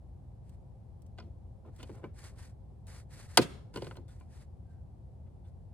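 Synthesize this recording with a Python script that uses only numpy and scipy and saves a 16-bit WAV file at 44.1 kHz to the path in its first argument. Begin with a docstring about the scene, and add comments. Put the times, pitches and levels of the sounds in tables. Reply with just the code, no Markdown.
"""Outdoors in a walled yard, a hand riveter sets a pop rivet in a steel patch on a wood-lined metal frame.
The mandrel breaks with a loud snap and the tool recoils onto the panel: decaying partials over dense noise.
Before and after, small contacts tick, grind, ping and rub, and a sleeve hisses as grained, fluttering noise.
Walls return smeared echoes and a dull tail; behind them lie traffic rumble, air hiss and one faint whistle."""
import sys
import numpy as np
from scipy import signal
from scipy.fft import rfft, irfft, next_fast_len
from scipy.io import wavfile
from scipy.ndimage import uniform_filter1d

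SR = 44100
rng = np.random.default_rng(int(sys.argv[2]) if len(sys.argv) > 2 else 0)


def file_out(sig):
    """Save sig as 16-bit WAV at sys.argv[1]."""
    # one column per channel
    cols = np.atleast_2d(sig).T
    # limit, then scale
    lim = np.clip(cols, -1, 1)
    pcm = np.round(lim * 32767).astype(np.int16)
    wavfile.write(sys.argv[1], SR, pcm)


N = 252693
T = np.arange(N) / SR   # time in s

# the mandrel breaks, the jaws slam back and bounce twice:
# (t/s, level/dB, thud/dB, treble edge f/Hz, contact length/s)
SNAP = [(3.3722, -8, -16, 15900, 0.003), (3.3738, -10.5, -4.5, 5394, 0.0013),
        (3.3772, -17.5, 1.5, 9570, .003), (3.3885, -24, 1.5, 4000, 0.0024)]
# the tool lands on the panel with a low thud and rocks to rest:
# (t/s, level/dB, thud/dB, treble edge f/Hz, contact length/s)
LANDINGS = [(3.3885, -19.5, 8, 560, 0.018), (3.402, -25, 5.5, 260, 0.012), (3.422, -32.5, 5.5, 332, 0.008),
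            (3.447, -34.5, 6, 393, 0.008)]
# the tool knocks against the plate as it is seated and as it rattles free:
# (t/s, level/dB, thud/dB, treble edge f/Hz, ping f/Hz, ping level/dB)
KNOCKS = [(1.177, -60, -10, 4700, 1420, -63), (1.184, -49, -2, 4650, 1400, -71),
          (1.188, -52.5, 6.5, 4600, 3440, -61), (1.198, -59, 14, 4740, 5160, -52),
          (1.203, -55.5, 4, 4670, 1400, -48), (1.829, -47, 7, 6500, 3060, -50.5),
          (1.8931, -50.5, 15.5, 1780, 403, -41.5), (2.040, -42, 7.5, 1900, 2310, -53),
          (3.7398, -55, 9.5, 6480, 1500, -59), (3.746, -56.5, 13, 2200, 991, -55.5),
          (3.7595, -41, 11, 5200, 4530, -43.5), (3.7715, -48, 11.5, 9100, 2940, -43),
          (3.780, -51, 8.5, 4200, 1010, -47), (3.8204, -45, 14, 4430, 395, -44.5),
          (3.844, -51, 6, 6340, 4100, -52), (3.868, -47.5, 11, 4400, 2900, -67),
          (3.910, -45, -2, 2840, 1430, -38.5), (3.955, -59, 5.5, 3470, 1448, -56.5),
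          (3.969, -54, 12, 5000, 4160, -53.5), (3.981, -62.5, 20.5, 2000, 360, -52.5),
          (4.209, -56, -4, 2400, 2360, -67.5)]
KNOCK_S = 0.0035   # how long a knock stays in contact
# left-right likeness of near sound: (f/Hz, likeness 0-1)
NEAR_LIKENESS = [(250, 0.69), (1000, 0.76), (2000, 0.61), (10000, 0.75)]
# left-right likeness of distant sound: (f/Hz, likeness 0-1)
FAR_LIKENESS = [(60, 1), (250, 0.48), (800, 0.23), (2000, 0.17), (10000, 0.13)]
EDGE_ORDER = 3.5   # steepness of the treble and bass edges of a contact


def from_db(db):
    """Decibels to gain."""
    return 10 ** (np.asarray(db) / 20)


def rms_one(x):
    """Scale to an rms of one."""
    return x / np.sqrt(np.mean(x ** 2) + 1e-20)


def at_hz(points, hz):
    """Read a table on a log-frequency axis."""
    f, value = np.transpose(points)
    return np.interp(np.log(np.maximum(hz, 1)), np.log(f), value)


def noise(spectrum, likeness):
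    """Stereo noise of a given colour and left-right likeness; rms 1."""
    size = next_fast_len(N)
    hz = np.arange(size // 2 + 1) * SR / size
    alike = np.clip(at_hz(likeness, hz), 0, 1)
    mid, side = rfft(rng.standard_normal((2, size)))
    pair = np.sqrt(1 + alike) * mid + np.sqrt(1 - alike) * side * [[1], [-1]]
    # the colour fades beyond both ends of its table
    bass_end = np.clip(hz / spectrum[0][0], 0, 1) ** 2
    treble_end = 1 / np.maximum(hz / spectrum[-1][0], 1) ** 4
    colour = bass_end * treble_end * from_db(at_hz(spectrum, hz))
    return rms_one(irfft(pair * colour, size)[:, :N])


def bands(x):
    """Split into third octaves: (centre Hz, band)."""
    edges = 56 * 2 ** (np.arange(26) / 3)
    for low, high in zip(edges, edges[1:]):
        sos = signal.butter(2, [low, high], "band", fs=SR, output="sos")
        yield np.sqrt(low * high), signal.sosfilt(sos, x)


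def ring(clicks, hz, t60):
    """A two-pole resonator: a unit click sets a sine of height 1 ringing, which then dies."""
    r, w = from_db(-60 / (t60 * SR)), 2 * np.pi * hz / SR
    return signal.lfilter([0, np.sin(w)], [1, -2 * r * np.cos(w), r * r], clicks + 1e-18)


def linger(energy, t60):
    """Spread energy into a dying tail, keeping its total."""
    r = from_db(-60 / (t60 * SR)) ** 2
    return signal.lfilter([1 - r], [1, -r], energy + 1e-18)


def grained(sound, grain_db):
    """Tiny slips, a millisecond or two each, roughen a sound."""
    grain = rms_one(uniform_filter1d(rng.standard_normal(N), size=70))
    return rms_one(sound * from_db(grain_db * grain))


def strength(rows, hz):
    """How hard each contact drives a frequency: weight on the panel adds thud, a soft contact lacks treble."""
    s, level_db, thud_db, edge_hz, length = np.transpose(rows)
    thud_share = at_hz([(420, 0.94), (1100, 0.088)], hz)
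    return from_db(level_db + thud_share * thud_db) / np.hypot(1, (hz / edge_hz) ** EDGE_ORDER)


def above(hz, edge_hz):
    """Steel striking steel is too light to move the panel: its bass falls away below an edge."""
    return 1 / np.hypot(1, (edge_hz / hz) ** EDGE_ORDER)


def partials(rows, column, vary_db, bass_hz):
    """Every contact starts the same dying partials, each with strengths of its own; slow scuffs hardly do."""
    # the pitched partials heard in the snap and the taps:
    # (f/Hz, level in slam and landing/dB, level in small contacts/dB, t60/s)
    partial_table = [(119, -13.5, -12, .18), (226, -10, -14, .12), (275, -10, -17, .1), (353, -2, -5, .085),
                     (406, -6, -8, .075), (452, -4, -8, .07), (514, -3.5, -7, .07), (573, -10, -12, .06),
                     (721, -1.5, -11, .085), (923, -4.5, -6, .06), (1022, -6.5, -2, .07),
                     (1231, -7, -11, .065), (1433, -4.5, -5, .055), (1535, -5, -8, .055),
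                     (2020, -7, -12, .04), (2150, -8, -14, .04), (2470, -17, -16, .09),
                     (2900, -7, -3, .035), (3170, -5, -13, .03), (3560, -9, -9, .04), (4250, -7, -7, .04),
                     (4655, 0.5, -3, .04), (5420, -1, -9, .025), (5900, -3, -14, .02),
                     (7700, -1, -10, .025), (8950, 2, -8, .025)]
    at = [round(row[0] * SR) for row in rows]
    sharpness = 1 / np.hypot(1, np.array(rows)[:, -1] / 0.0076)   # falls with contact length in s
    chance = from_db(vary_db * rng.standard_normal((len(rows), len(partial_table))))
    out = np.zeros(N)
    for k, partial in enumerate(partial_table):
        hz, level_db, t60 = partial[0], partial[column], partial[-1]
        clicks = np.zeros(N)
        clicks[at] = strength(rows, hz) * sharpness * chance[:, k]
        sign = (-1) ** k   # neighbouring partials start in opposite directions
        out += sign * from_db(level_db) * above(hz, bass_hz) * ring(clicks, hz, t60)
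    return out


def pitched_hits(small):
    """The slam starts the higher partials, the landing the low ones, small contacts a little of each."""
    slam = from_db(-3.0) * partials([SNAP[1]], column=1, vary_db=0.37, bass_hz=470)
    landing = from_db(4.5) * partials(LANDINGS[:1], column=1, vary_db=0.86, bass_hz=60)
    taps = from_db(-4.5) * partials(small, column=2, vary_db=4.0, bass_hz=60)
    return slam + landing + taps


def stored_energy(rows, hz, build_cycles):
    """Dense ringing near hz is fed by a contact, then dies; the bass and slow scuffs take longest to build."""
    # how long the dense ringing lasts: (f/Hz, t60/s)
    dense_t60 = [(100, .14), (400, .065), (1200, .052), (3500, .036), (12000, .028)]
    energy, age, t60 = np.zeros(N), T[:SR // 5], at_hz(dense_t60, hz)
    for (s, *_, length), gain in zip(rows, strength(rows, hz)):
        build = 1 - np.exp(-(age / (build_cycles / hz + length / 8)) ** 2)
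        decay = np.exp(-np.log(1000) * np.maximum(age - length / 2, 0) / t60)
        shape = build * decay
        start = round(s * SR)
        energy[start:start + len(age)] += (gain * shape[:N - start]) ** 2
    return energy


def clatter(small):
    """The dense ringing of snap, landings and small contacts, heard directly and by way of the yard."""
    # colour of the dense, short-lived ringing between the partials: (f/Hz, level per Hz/dB)
    colour = [(70, -17), (150, 10), (450, 10.5), (1000, 0.5), (1480, 0.5), (1750, -4.5), (2150, 0),
              (2600, -3), (3100, 0.5), (3800, -1), (4700, -1.5), (5900, -6.5), (8800, -4), (12500, -9),
              (16000, -10)]
    # how strongly snap and landings feed it: (f/Hz, level/dB)
    snap_feed = [(130, 8), (260, 1.5), (420, 0.5), (750, 0.5), (1400, 3), (3000, 5.5), (7000, 5.5)]
    snap_bass_hz = 307.4   # the snap itself falls away below this
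    direct, echoes = 0, 0
    grit = grained(np.ones(N), grain_db=2.0)
    near_bands, far_bands = bands(noise(colour, NEAR_LIKENESS)), bands(noise(colour, FAR_LIKENESS))
    for (hz, near), (_, far) in zip(near_bands, far_bands):
        crack = above(hz, snap_bass_hz) ** 2 * stored_energy(SNAP, hz, build_cycles=0.21)
        landing = stored_energy(LANDINGS, hz, build_cycles=0.45)
        snap = from_db(at_hz(snap_feed, hz)) ** 2 * (crack + landing)
        taps = (from_db(6.5) * grit) ** 2 * stored_energy(small, hz, build_cycles=0.58)
        direct += np.sqrt(snap + taps) * near
        echoes += np.sqrt(yard(snap + taps, hz, tail_db=-14.5)) * far
    return direct, echoes


def small_contacts():
    """Knocks and grinds with their bumps, chatter and slips, as rows laid out like SNAP."""
    # the jaws grind along the mandrel, the nose drags free, a hand scuffs the patch:
    # (t/s, level/dB, length/s, treble edge f/Hz)
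    grinds = [(1.211, -52.5, 0.11, 220), (1.22, -66, 0.0087, 4600), (1.641, -56.5, 0.1, 1110),
              (1.786, -54.5, 0.05, 3300), (1.918, -57.5, 0.13, 1620), (2.006, -56, 0.12, 1600),
              (2.294, -64.5, 0.13, 990), (3.783, -62, 0.16, 4190), (5.262, -73, 0.041, 2200),
              (5.444, -76, 0.06, 3600)]
    # after each contact the panel settles with a duller bump
    settle_s, settle_db, settle_edge_hz = 0.017, -3.5, 290
    # after a knock the loose jaws touch once more, at some moment within this time
    chatter_s, chatter_db = 0.009, -11.5
    grind_thud_db, grind_settle_db = 5, -5
    # a grind catches and slips a few times, within this share of its length
    slip_db, slip_span = -3.5, 0.64
    rows = []
    for (s, db, thud_db, edge_hz, *_), share in zip(KNOCKS, rng.random(len(KNOCKS))):
        rows += [(s, db, thud_db, edge_hz, KNOCK_S),
                 (s + settle_s, db + settle_db, thud_db, settle_edge_hz, KNOCK_S),
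                 (s + share * chatter_s, db + chatter_db, thud_db, edge_hz, KNOCK_S)]
    for (s, db, length, edge_hz), shares in zip(grinds, rng.random(size=(len(grinds), 4))):
        rows += [(s, db, grind_thud_db, edge_hz, length),
                 (s + settle_s, db + grind_settle_db, grind_thud_db, settle_edge_hz, length)]
        for share in shares:
            slip_at = s + share * slip_span * length
            rows.append((slip_at, db + slip_db, grind_thud_db, edge_hz, KNOCK_S))
    return rows


def pings():
    """Each knock lands on another part, which rings out with a note of its own."""
    # how long a ping lasts: (f/Hz, t60/s)
    ping_t60 = [(400, 0.069), (1400, 0.022), (2400, 0.089), (3000, 0.052), (4500, 0.028)]
    out = np.zeros(N)
    for s, *_, hz, level_db in KNOCKS:
        age = np.maximum(T - s - KNOCK_S / 2, 0)
        decay = from_db(level_db - 60 * age / at_hz(ping_t60, hz))
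        out += decay * np.sin(2 * np.pi * hz * age)
    return out


def ticks():
    """Tiny steel-on-steel ticks of the lever: a bright noise burst that dies at once."""
    # (t/s, level/dB)
    tick_times = [(0.494, -63.5), (1.020, -65), (1.064, -67.5), (1.762, -62), (1.830, -54.5), (1.954, -65),
                  (2.869, -58), (3.757, -54), (3.771, -51.5), (3.966, -60), (4.086, -67.5), (4.2, -65.5)]
    # (f/Hz, level per Hz/dB)
    tick_colour = [(1000, -8), (5000, 1.5), (9000, 3), (12000, -8), (14000, 3), (16000, 0)]
    t60_s = 0.033
    bursts = sum(from_db(db - 60 * np.maximum(T - s, 0) / t60_s) * (T >= s) for s, db in tick_times)
    return bursts * noise(tick_colour, NEAR_LIKENESS)


def stroke(start, length, level_db, attack, release):
    """A sliding motion speeds up, runs evenly and slows to rest; its hiss grows as a power of the speed."""
    speed = np.clip(np.minimum((T - start) / attack, (start + length - T) / release), 0, 1)
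    return from_db(level_db) * speed ** 2.3


def rubs():
    """The loose tool slides lightly on steel: friction noise sings in a few narrow resonances."""
    # (start t/s, length/s, level/dB)
    slides = [(4.078, 0.08, -76.5), (5.44, 0.076, -85)]
    # what the rubbed steel sings at: (f/Hz, level/dB)
    resonances = [(1450, 1.5), (2150, -9), (3560, 0), (3900, -10), (8400, -6)]
    t60_s = 0.024
    force = sum(stroke(s, length, db, attack=0.0047, release=0.062) for s, length, db in slides)
    friction = force * rng.standard_normal(N)
    singing = sum(from_db(db) * ring(friction, hz, t60_s) for hz, db in resonances)
    return singing / np.sqrt(t60_s * SR / np.log(1e12))   # undo the resonators' gain on noise


def sleeve():
    """Fibres catch and slip under each stroke: a finely grained hiss that flutters as the folds pass."""
    # the sleeve slides as the arm moves: (start t/s, length/s, level/dB, attack/s, release/s)
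    strokes = [(0.375, 0.2, -83.5, 0.1, 0.029), (1.68, 0.16, -59.5, 0.22, 0.019),
               (1.836, 0.27, -75, 0.011, 0.15), (2.113, 0.13, -65.5, 0.077, 0.016),
               (2.224, 0.14, -59.5, 0.017, 0.1), (2.317, 0.24, -66, 0.078, 0.1),
               (2.859, 0.21, -65, 0.022, 0.078), (3.071, 0.25, -64.5, 0.062, 0.077),
               (3.267, 0.21, -64, 0.034, 0.12), (3.43, 0.13, -69, 0.03, 0.09),
               (3.723, 0.341, -66.5, 0.022, 0.197), (4.076, 0.32, -74, 0.0058, 0.3),
               (4.263, 0.22, -72, 0.065, 0.057), (4.67, 0.13, -87.5, 0.036, 0.068),
               (5.44, 0.08, -81, 0.041, 0.032)]
    # colour of the cloth: (f/Hz, level per Hz/dB)
    cloth = [(300, 4.5), (700, 3.5), (1200, 2), (1900, 5), (3100, -5), (4500, 0), (6500, -3.5), (8300, -2),
             (10300, -4.5), (11600, -14.5), (13000, -7.5), (15000, -25.5)]
    folds_hz, folds_db = 21.97, 1.8   # rate and rms depth of the flutter
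    pressure = sum(stroke(*row) for row in strokes)
    folds = rms_one(ring(rng.standard_normal(N), folds_hz, 0.046))
    hiss = grained(noise(cloth, NEAR_LIKENESS), grain_db=1.0)
    return from_db(5.0 + folds_db * folds) * pressure * hiss


def ports(pair):
    """Sound from the work bends round the microphone housing and reaches the right port later."""
    # how far the right port lags the left: (f/Hz, phase/rad)
    port_phase = [(0, 0.43), (1000, 0.04), (2300, 1), (4600, 1.8), (6300, 4.1), (8400, 5.7), (11400, 6),
                  (13200, 10.5), (16000, 9.3)]
    size = next_fast_len(N + 1000)
    hz = np.arange(size // 2 + 1) * SR / size
    late = np.exp(-1j * np.interp(hz, *np.transpose(port_phase)))
    right = irfft(rfft(pair[1], size) * late, size)[:N]
    return np.array([pair[0], right])


def yard(energy, hz, tail_db):
    """Energy that comes back: a thin, dull tail, and one smeared echo from each wall."""
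    # walls around the yard: (delay/s, smear t60/s, level/dB, treble edge f/Hz)
    walls = [(0.04, 0.073, -18.5, 9500), (0.109, 0.324, -32.5, 6000)]
    # the yard's tail: (f/Hz, t60/s)
    tail_t60 = [(150, 0.79), (1000, 0.65), (4000, 0.21), (9000, 0.37), (15000, .11)]
    tail_edge_hz = 4500   # the tail is dull above this
    tail = linger(energy, at_hz(tail_t60, hz))
    back = from_db(tail_db) ** 2 * tail / (1 + (hz / tail_edge_hz) ** 2)
    for delay, t60, level_db, edge_hz in walls:
        arriving = np.roll(energy, round(delay * SR))
        scattered = linger(linger(arriving, t60), t60)
        back += from_db(level_db) ** 2 * scattered / (1 + (hz / edge_hz) ** 4)
    return back


def far_whistle(s, length, hz, level_db):
    """One faint, narrow whistle swells and fades: noise through a resonator under a bell-shaped envelope."""
    tone = rms_one(ring(rng.standard_normal(N), hz, 0.04))
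    return from_db(level_db) * tone * np.exp(-((T - s) / length) ** 2)


def traffic():
    """Distant traffic is a steady, bass-heavy noise, a little weaker on the right."""
    # (f/Hz, level per Hz/dB)
    rumble_colour = [(13, -63), (22, -33), (50, -3.5), (80, 1), (124, -3.5), (146, -9.5), (177, -12.5),
                     (306, -25.5), (346, -23), (476, -29), (520, -21.5), (558, -28), (794, -27.5),
                     (1260, -47), (1500, -58.5), (1950, -82), (3300, -120)]
    return from_db(-48.5) * noise(rumble_colour, FAR_LIKENESS) * from_db([[0], [-1.3]])


def open_air():
    """The open air is a faint, steady, wide hiss."""
    # (f/Hz, level per Hz/dB)
    air_colour = [(700, -6), (1500, 5), (2500, -1), (4500, -3), (6500, -6.5), (9500, -4), (12000, -10.5),
                  (14000, -17)]
    return from_db(-84.5) * noise(air_colour, FAR_LIKENESS)


def scene():
    """Riveter and sleeve close by, the yard and the open air around them."""
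    small = small_contacts()
    contacts, echoes = clatter(small)
    work = ports(contacts + pitched_hits(small) + pings() + rubs() + ticks() + sleeve())
    whistle = far_whistle(s=4.74, length=0.064, hz=1574, level_db=-81)
    return work + echoes + traffic() + open_air() + whistle


def record(dry):
    """The loudest peaks are rounded and the top is cut."""
    rounded = 1.067 * np.tanh(dry / 1.023)
    top_cut = signal.ellip(10, .2, 80, 16200, fs=SR, output="sos")   # low-pass at 16200 Hz
    return signal.sosfilt(top_cut, rounded)


dry = scene()
out = record(dry)
file_out(out)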